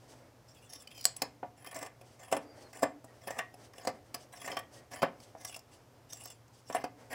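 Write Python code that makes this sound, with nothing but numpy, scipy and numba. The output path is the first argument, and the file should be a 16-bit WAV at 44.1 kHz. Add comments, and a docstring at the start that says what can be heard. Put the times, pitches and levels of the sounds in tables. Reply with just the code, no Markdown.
"""Scissors through gathered cloth

Steel scissors nibble through layers of gathered cloth on a work table in a small quiet room, heard close by.
Threads part in gritty stick-slip bursts that ring modes of blades, handles and table top; knocks fall among them.
Cloth slides as swells of soft hiss and dull rub; a thin metal part pings and a faint whistle sounds twice, both as tones.
A short noise tail echoes off the walls, over a wavering motor hum and room hiss."""
import sys
import numpy as np
from scipy import signal
from scipy.fft import rfft, irfft, next_fast_len
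from scipy.io import wavfile
from scipy.ndimage import uniform_filter1d, minimum_filter1d
from numba import njit

SR = 44100
rng = np.random.default_rng(int(sys.argv[2]) if len(sys.argv) > 2 else 0)


def to_wav(s):
    """Save 16-bit WAV."""
    ch = np.atleast_2d(s).T  # columns
    pcm = np.round(np.clip(ch, -1, 1) * 32767)  # PCM
    wavfile.write(sys.argv[1], SR, pcm.astype(np.int16))


def magnitude_from_level(level_db):
    """Linear magnitude for a level in decibels (20 dB per decade)."""
    exponent = np.asarray(level_db, float) / 20
    return 10 ** exponent


N = 314874  # samples in the scene
STEP = 64  # samples between renewals of the ringing modes

# Knocks and thread snaps. Each row: time in seconds, drive of the blades, the table and the handles in dB,
# brightness in dB per octave (held within 9 either way when used).
SNAPS = [(0.7333, -31, -72.5, -47, 20), (0.8206, -42, -73, -53, 20), (0.8733, -38, -69, -62, -15),
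         (0.9134, -42, -81, -52, -18), (0.9767, -35.5, -57.5, -65, 0), (1.0092, -33, -70, -61, 19),
         (1.0414, -28.5, -59.5, -50, 10), (1.0535, -5.5, -39.5, -32.5, 8.5), (1.1643, -30, -65, -70, 12),
         (1.219, -17, -32.5, -27, 2.5), (1.429, -72.5, -37.5, -41, -3), (1.6447, -40.5, -64, -39.5, 4),
         (1.6621, -38, -59.5, -39, 0), (1.712, -35, -59.5, -41, 0.1), (1.7256, -45, -54.5, -36.5, 9),
         (1.7438, -35, -55, -50, 3), (1.7613, -35, -48, -59, 8), (1.7877, -35, -53, -42, 2),
         (1.8262, -31, -43, -33.5, -2), (1.8619, -36, -51.5, -36.5, -1.5), (2.0115, -45, -53, -53, -3),
         (2.2327, -38.5, -54.5, -46, -2), (2.315, -29.5, -40.5, -38, 4), (2.3241, -21.5, -26, -23.5, -4.5),
         (2.3464, -38, -38, -54, 6), (2.3654, -29.5, -35, -30.5, 0), (2.7297, -39, -58.5, -42.5, 2),
         (2.7702, -39, -52.5, -54.5, -3), (2.8217, -29.5, -36, -53, 12), (2.829, -21.5, -22.5, -21.5, 2),
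         (3.0424, -44, -52, -69, 3.5), (3.2723, -32.5, -42.5, -52, -4), (3.2776, -32.5, -42.5, -29.5, -2),
         (3.3047, -33.5, -40.5, -33, -2), (3.382, -38, -44, -50, -3), (3.387, -25, -35.5, -20.5, -6.2),
         (3.5404, -45.5, -54.5, -60, 1), (3.7344, -47.5, -69, -44.5, -7), (3.7808, -38.5, -54, -58, -8),
         (3.8492, -35, -42, -44, -4), (3.8714, -23.5, -29, -25, -6), (4.143, -23.5, -44.5, -31.5, 1.3),
         (4.3353, -51, -56.5, -40, 6), (4.374, -43, -69, -47, -11), (4.4154, -35, -55, -40, -1),
         (4.4438, -43, -54, -36, 3), (4.475, -34, -40.5, -26, 9), (4.5158, -30, -46.5, -39, -12),
         (4.5262, -40, -39.5, -52, -17), (4.5439, -42, -50, -55, -15), (4.5677, -26, -35, -26.5, -11),
         (4.5895, -34, -51.5, -34, 1), (4.9333, -38, -64.5, -38, -10), (4.9584, -36.5, -51, -34, 5),
         (5.019, -26.5, -33, -36, -7), (5.0275, -30.5, -22, -17, 3), (5.2009, -45.5, -61.5, -68, -3.5),
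         (5.3494, -68.5, -47, -54, 1), (5.4476, -25.5, -52, -38, -1.5), (5.4938, -38, -53, -53, -24),
         (5.5253, -37.5, -63.5, -48, -17), (5.5435, -33.5, -59, -49, -6), (5.5618, -31.5, -49.5, -53.5, 3),
         (5.591, -42, -66, -68, 3), (6.131, -31, -57.5, -63, 2), (6.17, -40, -74, -52, 7),
         (6.205, -45, -69, -72, 7), (6.236, -39, -77, -64, 12), (6.2547, -34, -54.5, -44.5, 9),
         (6.3014, -37.5, -65.5, -51, -1), (6.4794, -55, -81, -76, -2), (6.6985, -45.5, -36, -35.5, 4),
         (6.7255, -33.5, -51.5, -37, -9), (6.7464, -29, -29, -24.5, 8), (6.7644, -34.5, -38.5, -33, -16),
         (6.8395, -32.5, -33.5, -32, -4), (7.116, -43, -54, -42, 1), (7.1294, -36.5, -50.5, -30, 2)]
# Ringing of the blades. Each row: pitch in Hz, share in dB, time to fall 60 dB in seconds (before lingering).
BLADES = [(2683, -8, 0.013), (2850, -10, 0.014), (3340, -9.5, 0.024), (4910, -2.5, 0.0082),
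          (5344, 4, 0.012), (6070, 0, 0.0066), (7120, -1.5, 0.027), (7667, 3, 0.0042), (8190, -10, 0.044),
          (9870, -9.5, .014), (10280, -1, 0.022), (12270, -7.5, .014), (13500, -8.5, 0.0099),
          (15500, -9.5, 0.0098)]


def scissors():
    """Shearing and snaps drive the resonances of the blades, the handles and the table top."""
    # Each row: pitch in Hz, share in dB, time to fall 60 dB in seconds.
    table_modes = [(97, -20, 0.096), (174, -10.5, 0.1), (252.4, -9.5, 0.061), (290.4, 1, 0.11),
                   (404, -2, 0.058), (461, -1.5, 0.048), (550.3, 12.5, 0.038), (654.7, 3.5, 0.077),
                   (674.7, 5.5, 0.07), (725, 3.5, 0.12), (719, 1, 0.033), (950, -5, 0.12),
                   (990, -27.5, 0.075)]
    # Each row: pitch in Hz, share in dB, time to fall 60 dB in seconds.
    handle_modes = [(1150, 10.5, 0.016), (1520, 1, 0.021), (1695, 4, 0.027), (1798, 2, 0.028),
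                    (2022, -1.5, 0.052), (2330, -7, 0.014)]
    on_blades, on_table, on_handles, shear_tilt, crossing = strokes()
    at, blade_hit_db, table_hit_db, handle_hit_db, bright = np.transpose(SNAPS)
    # a snap's brightness takes over 4 ms ahead of it
    latest = np.searchsorted(at, np.arange(N) / SR + 0.004) - 1
    snap_tilt = bright[np.maximum(latest, 0)]
    grit = threads(slip_db=4, grain_db=2.4)
    hits = snaps(blade_hit_db, span_ms=0.34, rise=1.3, blow=0.25)
    rasp = on_blades * grit

    # the louder of snap and rasp sets the brightness
    hit_power = uniform_filter1d(hits ** 2, size=128)
    both_power = uniform_filter1d(hits ** 2 + rasp ** 2, size=128)
    share = hit_power / (both_power + 1e-14)
    tilt = (share * snap_tilt + (1 - share) * shear_tilt)[::STEP]
    crossing = np.clip(crossing[::STEP] + 0.08 * walk(16, STEP), 0, 1)

    # a blow shakes every mode; a slide picks a few and lets them ring
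    sliding = minimum_filter1d(1 - share[::STEP], size=15, origin=7)
    in_air = np.clip(1 - on_table / (on_blades + 1e-9), 0, 1)[::STEP]
    linger = 1.8 ** (in_air * sliding)  # up to 1.8 times longer in the air than in cloth
    colour_db = blade_colour(tilt, crossing, depth_db=6.0, bend_hz=573)
    # the free length of blade changes with the crossing, and the lower pitches most with it
    stretch = 1 + 0.8 * (crossing - 0.5) * 2500 / np.transpose(BLADES)[0][:, None]
    blades = ring(hits + rasp, BLADES, colour_db, wander_db=2 + 3 * sliding, drift=0.012,
                  stretch=stretch, linger=linger)

    knocks = settle(snaps(handle_hit_db, span_ms=0.34, rise=2.2, blow=0.13)) + on_handles * grit
    handles = ring(knocks, handle_modes, 0, wander_db=2.2, drift=0.008)
    thuds = settle(snaps(table_hit_db, span_ms=6.43, rise=1.166, blow=1.3)) + on_table * grit
    table = ring(thuds, table_modes, 0, wander_db=1.5, drift=0.01)
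    return blades + handles + table


def strokes():
    """Gains for blades, table and handles through each bite, push and let-go, with brightness and crossing point."""
    # Each row: start in seconds, length in seconds, blades in dB at mid-stroke,
    # gain of pressure over the stroke in dB, table in dB relative to the blades.
    shears = [(0.469, 0.2, -64, -6, -22), (0.686, 0.16, -56.5, -13.5, -13), (0.895, 0.14, -56, 8, -26),
              (1.151, 0.053, -59, 1, -1.5), (1.557, 0.17, -59.5, 16, -0.5), (1.739, 0.13, -54.5, -5, 4),
              (2.181, 0.14, -59.5, 1, 0.5), (2.72, 0.087, -59, 7, 1.5), (3.2, 0.14, -63, -6, -2.5),
              (3.292, 0.12, -62, -7.5, 8), (3.725, 0.17, -61.5, 12, 1.5), (4.313, 0.16, -55.5, 12.5, -3),
              (4.475, 0.12, -57.5, -8, 7.5), (4.899, 0.15, -56, -6, 1.5), (5.365, 0.072, -58.5, -1, -1),
              (5.447, 0.11, -53.5, -8.5, -19), (5.699, 0.054, -66.5, 2, -6.5),
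              (6.081, 0.177, -58, -5, -10.5), (6.239, 0.12, -61, -11, -25), (6.645, 0.11, -58.5, 14, -11),
              (6.724, 0.095, -60, -5, 9.5), (7.092, 0.064, -51.5, 5, 2.5)]
    bite_s, let_go_s = 0.02, 0.025
    t = np.arange(N) / SR
    gains, tilt, crossing = np.zeros((3, N)), np.zeros(N), np.zeros(N)
    for s, length, db, push_db, table_db in shears:
        on = slice(int(s * SR), int((s + length + let_go_s) * SR))
        onward = slice(int(s * SR), None)
        since = t[on] - s
        edge = np.clip(np.minimum(since / bite_s, (length - since) / let_go_s + 1), 0, 1) ** 2
        # the handles shake under the blades, more so the firmer the table is touched
        relative_db = np.array([0, table_db, table_db - 1])[:, None]
        gains[:, on] += edge * magnitude_from_level(db + push_db * (since / length - 0.5) + relative_db)
        # dB per octave: slightly brighter where the table is louder
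        tilt[onward] = -3 + 0.06 * table_db
        # where the blades cross, as a share of their length, from start to end of the stroke
        crossing[onward] = np.interp(t[onward], [s, s + length], [0.62, 0.44])
    return *gains, tilt, crossing


def threads(slip_db, grain_db):
    """Fibres parting one by one: dense clicks of uneven size, in slips and stalls; rms 1."""
    level_db = grain_db * rng.exponential(size=N) + slip_db * walk(90)
    return unit(rng.standard_normal(N) * magnitude_from_level(level_db))


def snaps(levels_db, span_ms, rise, blow):
    """Each contact is a gritty burst that swells and dies, with one firm blow at its height; energy as over span_ms."""
    size = 2048
    out = np.zeros(N + size)
    t_ms = np.arange(1, size + 1) / SR * 1000
    noise = rng.standard_normal((len(SNAPS), size))
    for (s, blade_db, table_db, *_), db, grains in zip(SNAPS, levels_db, noise):
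        # longer when the table cushions it; above -14 dB steel meets bare steel, very briefly
        cushion = magnitude_from_level(0.12 * (table_db + 48.5))
        clack = magnitude_from_level(blade_db + 14) ** 2
        length_ms = 2.5 * cushion / (1 + clack)
        t = t_ms / np.clip(length_ms, 0.15, 12)
        shape = t ** rise * np.exp(-t)
        burst = grains * shape / np.sqrt(np.sum(shape ** 2))
        burst[np.argmax(shape)] = blow
        i = int((s - 0.0004 * length_ms) * SR)
        out[i:i + size] += magnitude_from_level(db) * burst * np.sqrt(span_ms * SR / 1000 / np.sum(burst ** 2))
    return out[:N]


def settle(knocks):
    """After each knock the scissors rock briefly on the table: a short rough tail."""
    settle_db, t60_s = -6, 0.14
    t = np.arange(SR // 4) / SR
    rock = rng.standard_normal(len(t)) * magnitude_from_level(-60 * t / t60_s) * np.minimum(t / 0.0031, 1)
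    power = signal.fftconvolve(knocks ** 2, rock ** 2 / np.sum(rock ** 2))[:N]
    rough = np.sqrt(np.maximum(power, 0))
    return knocks + magnitude_from_level(settle_db) * rough * rng.standard_normal(N)


def blade_colour(tilt, crossing, depth_db, bend_hz):
    """A mode is strong when the blades cross at its belly, weak at its node; bending waves shorten as the root of pitch."""
    hz = np.transpose(BLADES)[0][:, None]
    shape = np.cos(2 * np.pi * crossing * np.sqrt(hz / bend_hz))
    return np.clip(tilt, -9, 9) * np.log2(hz / 1000) + depth_db * shape


def ring(drive, modes, colour_db, wander_db, drift, stretch=1, linger=1):
    """Decaying modes, each wandering in share and pitch under the hand; scaled for about the rms of a white drive."""
    hz, db, t60 = np.transpose(modes)[:, :, None]
    fade = np.exp(-np.log(1000) / (np.maximum(t60, 0.003) * linger * SR))
    wander = np.array([walk(28, STEP) for _ in modes])
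    bend = np.array([walk(9, STEP) for _ in modes])
    gain = magnitude_from_level(db + wander_db * wander + colour_db)
    gain = gain / np.sqrt(np.sum(gain ** 2 / (1 - fade ** 2), axis=0) / 2)
    turn = fade * np.exp(2j * np.pi * hz * stretch * (1 + drift * bend) / SR)
    out = sum(mode(drive + 1e-18, g, p, STEP) for g, p in zip(gain, turn))
    # keep the sum of the modes within the range of their pitches
    edges = [0.62 * hz[0, 0], min(1.49 * hz[-1, 0], 0.45 * SR)]
    return signal.sosfilt(signal.butter(2, edges, "band", fs=SR, output="sos"), out)


@njit
def mode(push, gain, turn, step):
    """One decaying mode; its gain and its turn per sample are renewed every step."""
    out, z = np.empty(len(push)), 0j
    for i in range(len(push)):
        z = z * turn[i // step] + gain[i // step] * push[i]
        out[i] = z.real
    return out


def cloth():
    """A hiss of weave on weave and a dull rub through the table, swelling and fading with each slide, a little patchy."""
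    # Cloth and hands sliding on the table. Each row: start in seconds, length in seconds,
    # hiss and dull rub in dB at the fastest moment, before the patchiness.
    slides = [(-.05, 0.23, -70.5, -64.5), (0.075, 0.26, -70.5, -60.5), (1.88, 0.11, -84, -65.5),
              (1.994, 0.28, -68.5, -65), (2.385, 0.14, -71, -57), (2.474, 0.32, -65.5, -59),
              (2.92, 0.1, -86, -64.5), (3.03, 0.29, -71.5, -60.5), (3.44, 0.061, -80.5, -70),
              (3.547, 0.2, -66.5, -59), (3.92, 0.095, -75, -62), (4.03, 0.26, -70.5, -66),
              (4.167, 0.15, -67, -67), (4.624, 0.032, -75, -57.5), (4.692, 0.2, -65.5, -58),
              (5.103, 0.16, -77, -62), (5.192, 0.24, -71.5, -65.5), (5.664, 0.21, -67.5, -66.5),
              (5.9, 0.28, -87, -73), (6.462, 0.26, -72.5, -76.5), (6.88, .08, -85, -68),
              (6.943, 0.21, -66.5, -60)]
    # Colour of the hiss. Each row: frequency in Hz, level in dB per Hz.
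    weave_spectrum = [(1760, -30), (3000, -11), (3890, -16), (4500, -12.5), (4630, -10), (7150, -12.5),
                      (8880, -15), (16000, -29.5)]
    # Colour of the rub through the table. Each row: frequency in Hz, level in dB per Hz.
    rub_spectrum = [(120, -25), (250, 1.5), (600, 4.5), (1200, -8.5), (2200, -10.5), (4000, -42)]
    gather = 0.32  # share of a slide spent gathering speed
    t, hiss, rub = np.arange(N) / SR, 0, 0
    for s, length, hiss_db, rub_db in slides:
        speed = np.sin(np.pi / 2 * np.interp(t, [s, s + gather * length, s + length], [0, 1, 0]))
        hiss = hiss + magnitude_from_level(hiss_db) * speed ** 1.9
        rub = rub + magnitude_from_level(rub_db) * speed
    hiss = hiss * magnitude_from_level(4.4 * walk(36)) * coloured(weave_spectrum)
    rub = rub * magnitude_from_level(1.73 * walk(20)) * coloured(rub_spectrum)
    return hiss + rub


def pings():
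    """A thin metal part set ringing now and then: one slightly rough decaying tone for each nudge."""
    # Each row: time in seconds, level in dB before the roughness.
    nudges = [(3.076, -63), (3.313, -48), (3.388, -38), (4.57, -46.5), (4.76, -57.5), (7.11, -49)]
    ping_hz, t60_s = 1889, 0.3
    out, t = np.zeros(N + SR), np.arange(SR // 2) / SR
    tone = np.sin(2 * np.pi * ping_hz * t) * magnitude_from_level(-60 * t / t60_s) * np.minimum(t / 0.0079, 1)
    for s, db in nudges:
        out[int(s * SR):][:len(t)] += magnitude_from_level(db) * tone
    return out[:N] * magnitude_from_level(1.5 * walk(120))


def whistle():
    """Two short, thin, unsteady near-sine notes that arch in pitch and fade."""
    # Each row: start in seconds, length in seconds, top of the arch in Hz, sag at the end in Hz,
    # level in dB before swell and flutter.
    notes = [(2.45, .125, 4770, 110, -70), (2.582, .098, 4440, 330, -68)]
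    peak = 0.3  # share of a note before its highest pitch
    out, t = 0, np.arange(N) / SR
    for s, length, top_hz, sag_hz, db in notes:
        along = np.clip((t - s) / length, 0, 1)
        hz = top_hz - sag_hz * ((along - peak) / (1 - peak)) ** 2 + 25 * walk(80)
        swell = np.sqrt(2 * np.sin(np.pi * along) ** 2) ** 0.49
        out = out + swell * magnitude_from_level(db) * np.sin(2 * np.pi * np.cumsum(hz) / SR)
    return out * magnitude_from_level(4.0 * walk(60))


def narrow_dips(x):
    """Narrow dips in the treble colour the near sound."""
    # Each row: centre in Hz, width in Hz, share removed from 0 (none) to 1.
    dips = [(3930, 1400, 0), (6970, 350, 0.7), (9250, 310, 0.2), (11330, 370, 0.5), (12450, 500, 0.9)]
    for hz, width, share in dips:
        band = signal.lfilter(*signal.iirpeak(hz, hz / width, fs=SR), x)
        x = x - np.clip(share, 0, 1) * band
    return x


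def walls(x):
    """Echo of the walls: a diffuse noise tail, fading at its own rate in each band, after the first reflection."""
    # Each row: band in Hz, time to fall 60 dB in seconds.
    echo_bands = [(250, 0.41), (700, 0.2), (2000, 0.26), (5000, 0.18), (12000, 0.077)]
    echo_db = -15.5
    t = np.arange(SR // 2) / SR
    onset = np.clip(t / 0.0057 - 0.5, 0, 1)
    tail = 0
    for hz, t60 in echo_bands:
        edges = [hz / 1.89, min(hz * 1.71, 0.45 * SR)]
        band = signal.butter(2, edges, "band", fs=SR, output="sos")
        noise = signal.sosfilt(band, rng.standard_normal(len(t)))
        tail = tail + noise * magnitude_from_level(-60 * t / t60) * onset
    return signal.fftconvolve(x, magnitude_from_level(echo_db) * tail / np.sqrt(np.sum(tail ** 2)))[:N]


def room():
    """Hiss that swells a little, and a wavering motor hum at twice the mains rate."""
    # Colour of the hiss. 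Each row: frequency in Hz, level in dB per Hz.
    room_spectrum = [(15, -47.5), (32, -17.5), (111, 0.5), (192, -12), (259, -5.5), (378, -11), (510, -8),
                     (766, -11.5), (1510, -19.5), (2400, -24), (3910, -28), (5270, -25.5), (8370, -31.5),
                     (15200, -35), (16500, -53)]
    hiss_db, hum_hz, hum_db = -62, 119.7, -67  # middle values, each wandering below
    phase = 2 * np.pi * np.cumsum(hum_hz * (1 + 0.022 * walk(6.8))) / SR
    hum = np.sqrt(2) * magnitude_from_level(hum_db + 1.2 * walk(9)) * np.sin(phase)
    hiss = magnitude_from_level(hiss_db + 0.5 * walk(2.88)) * coloured(room_spectrum)
    return hiss + hum


def unit(x):
    """Scale to rms 1."""
    return x / np.sqrt(np.mean(x ** 2))


def walk(rate, step=1):
    """Random levels, a new one every 1 / rate s, joined smoothly; one value per step samples, rms 1."""
    levels = rng.standard_normal(int(N / SR * rate) + 2)
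    knots = uniform_filter1d(np.repeat(levels, 4), size=4)
    return unit(np.interp(np.arange(0, N, step) / SR * rate * 4, np.arange(len(knots)), knots))


def coloured(spectrum):
    """Steady noise with the given spectrum, rms 1."""
    hz, db = np.transpose(spectrum)
    size = next_fast_len(N)
    bins = np.arange(size // 2 + 1) * SR / size + 1
    colour = magnitude_from_level(np.interp(np.log(bins), np.log(hz), db))
    return unit(irfft(rfft(rng.standard_normal(size)) * colour, size)[:N])


def scene():
    """Scissors and cloth close by, their echo, and the room."""
    near = narrow_dips(scissors() + cloth()) + pings() + whistle()
    return (near + walls(near) + room())[None]


def band_limit(x):
    """A steep low-pass at the top of the band."""
    return signal.sosfilt(signal.butter(12, 16670, fs=SR, output="sos"), x)


def record(dry):
    """The sound loses its top above 15.9 kHz in a steep low-pass."""
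    top_cut = signal.ellip(8, 0.2, 70, 15900, fs=SR, output="sos")
    mix = signal.sosfilt(top_cut, dry)
    return band_limit(mix)


dry = scene()
out = record(dry)
to_wav(out)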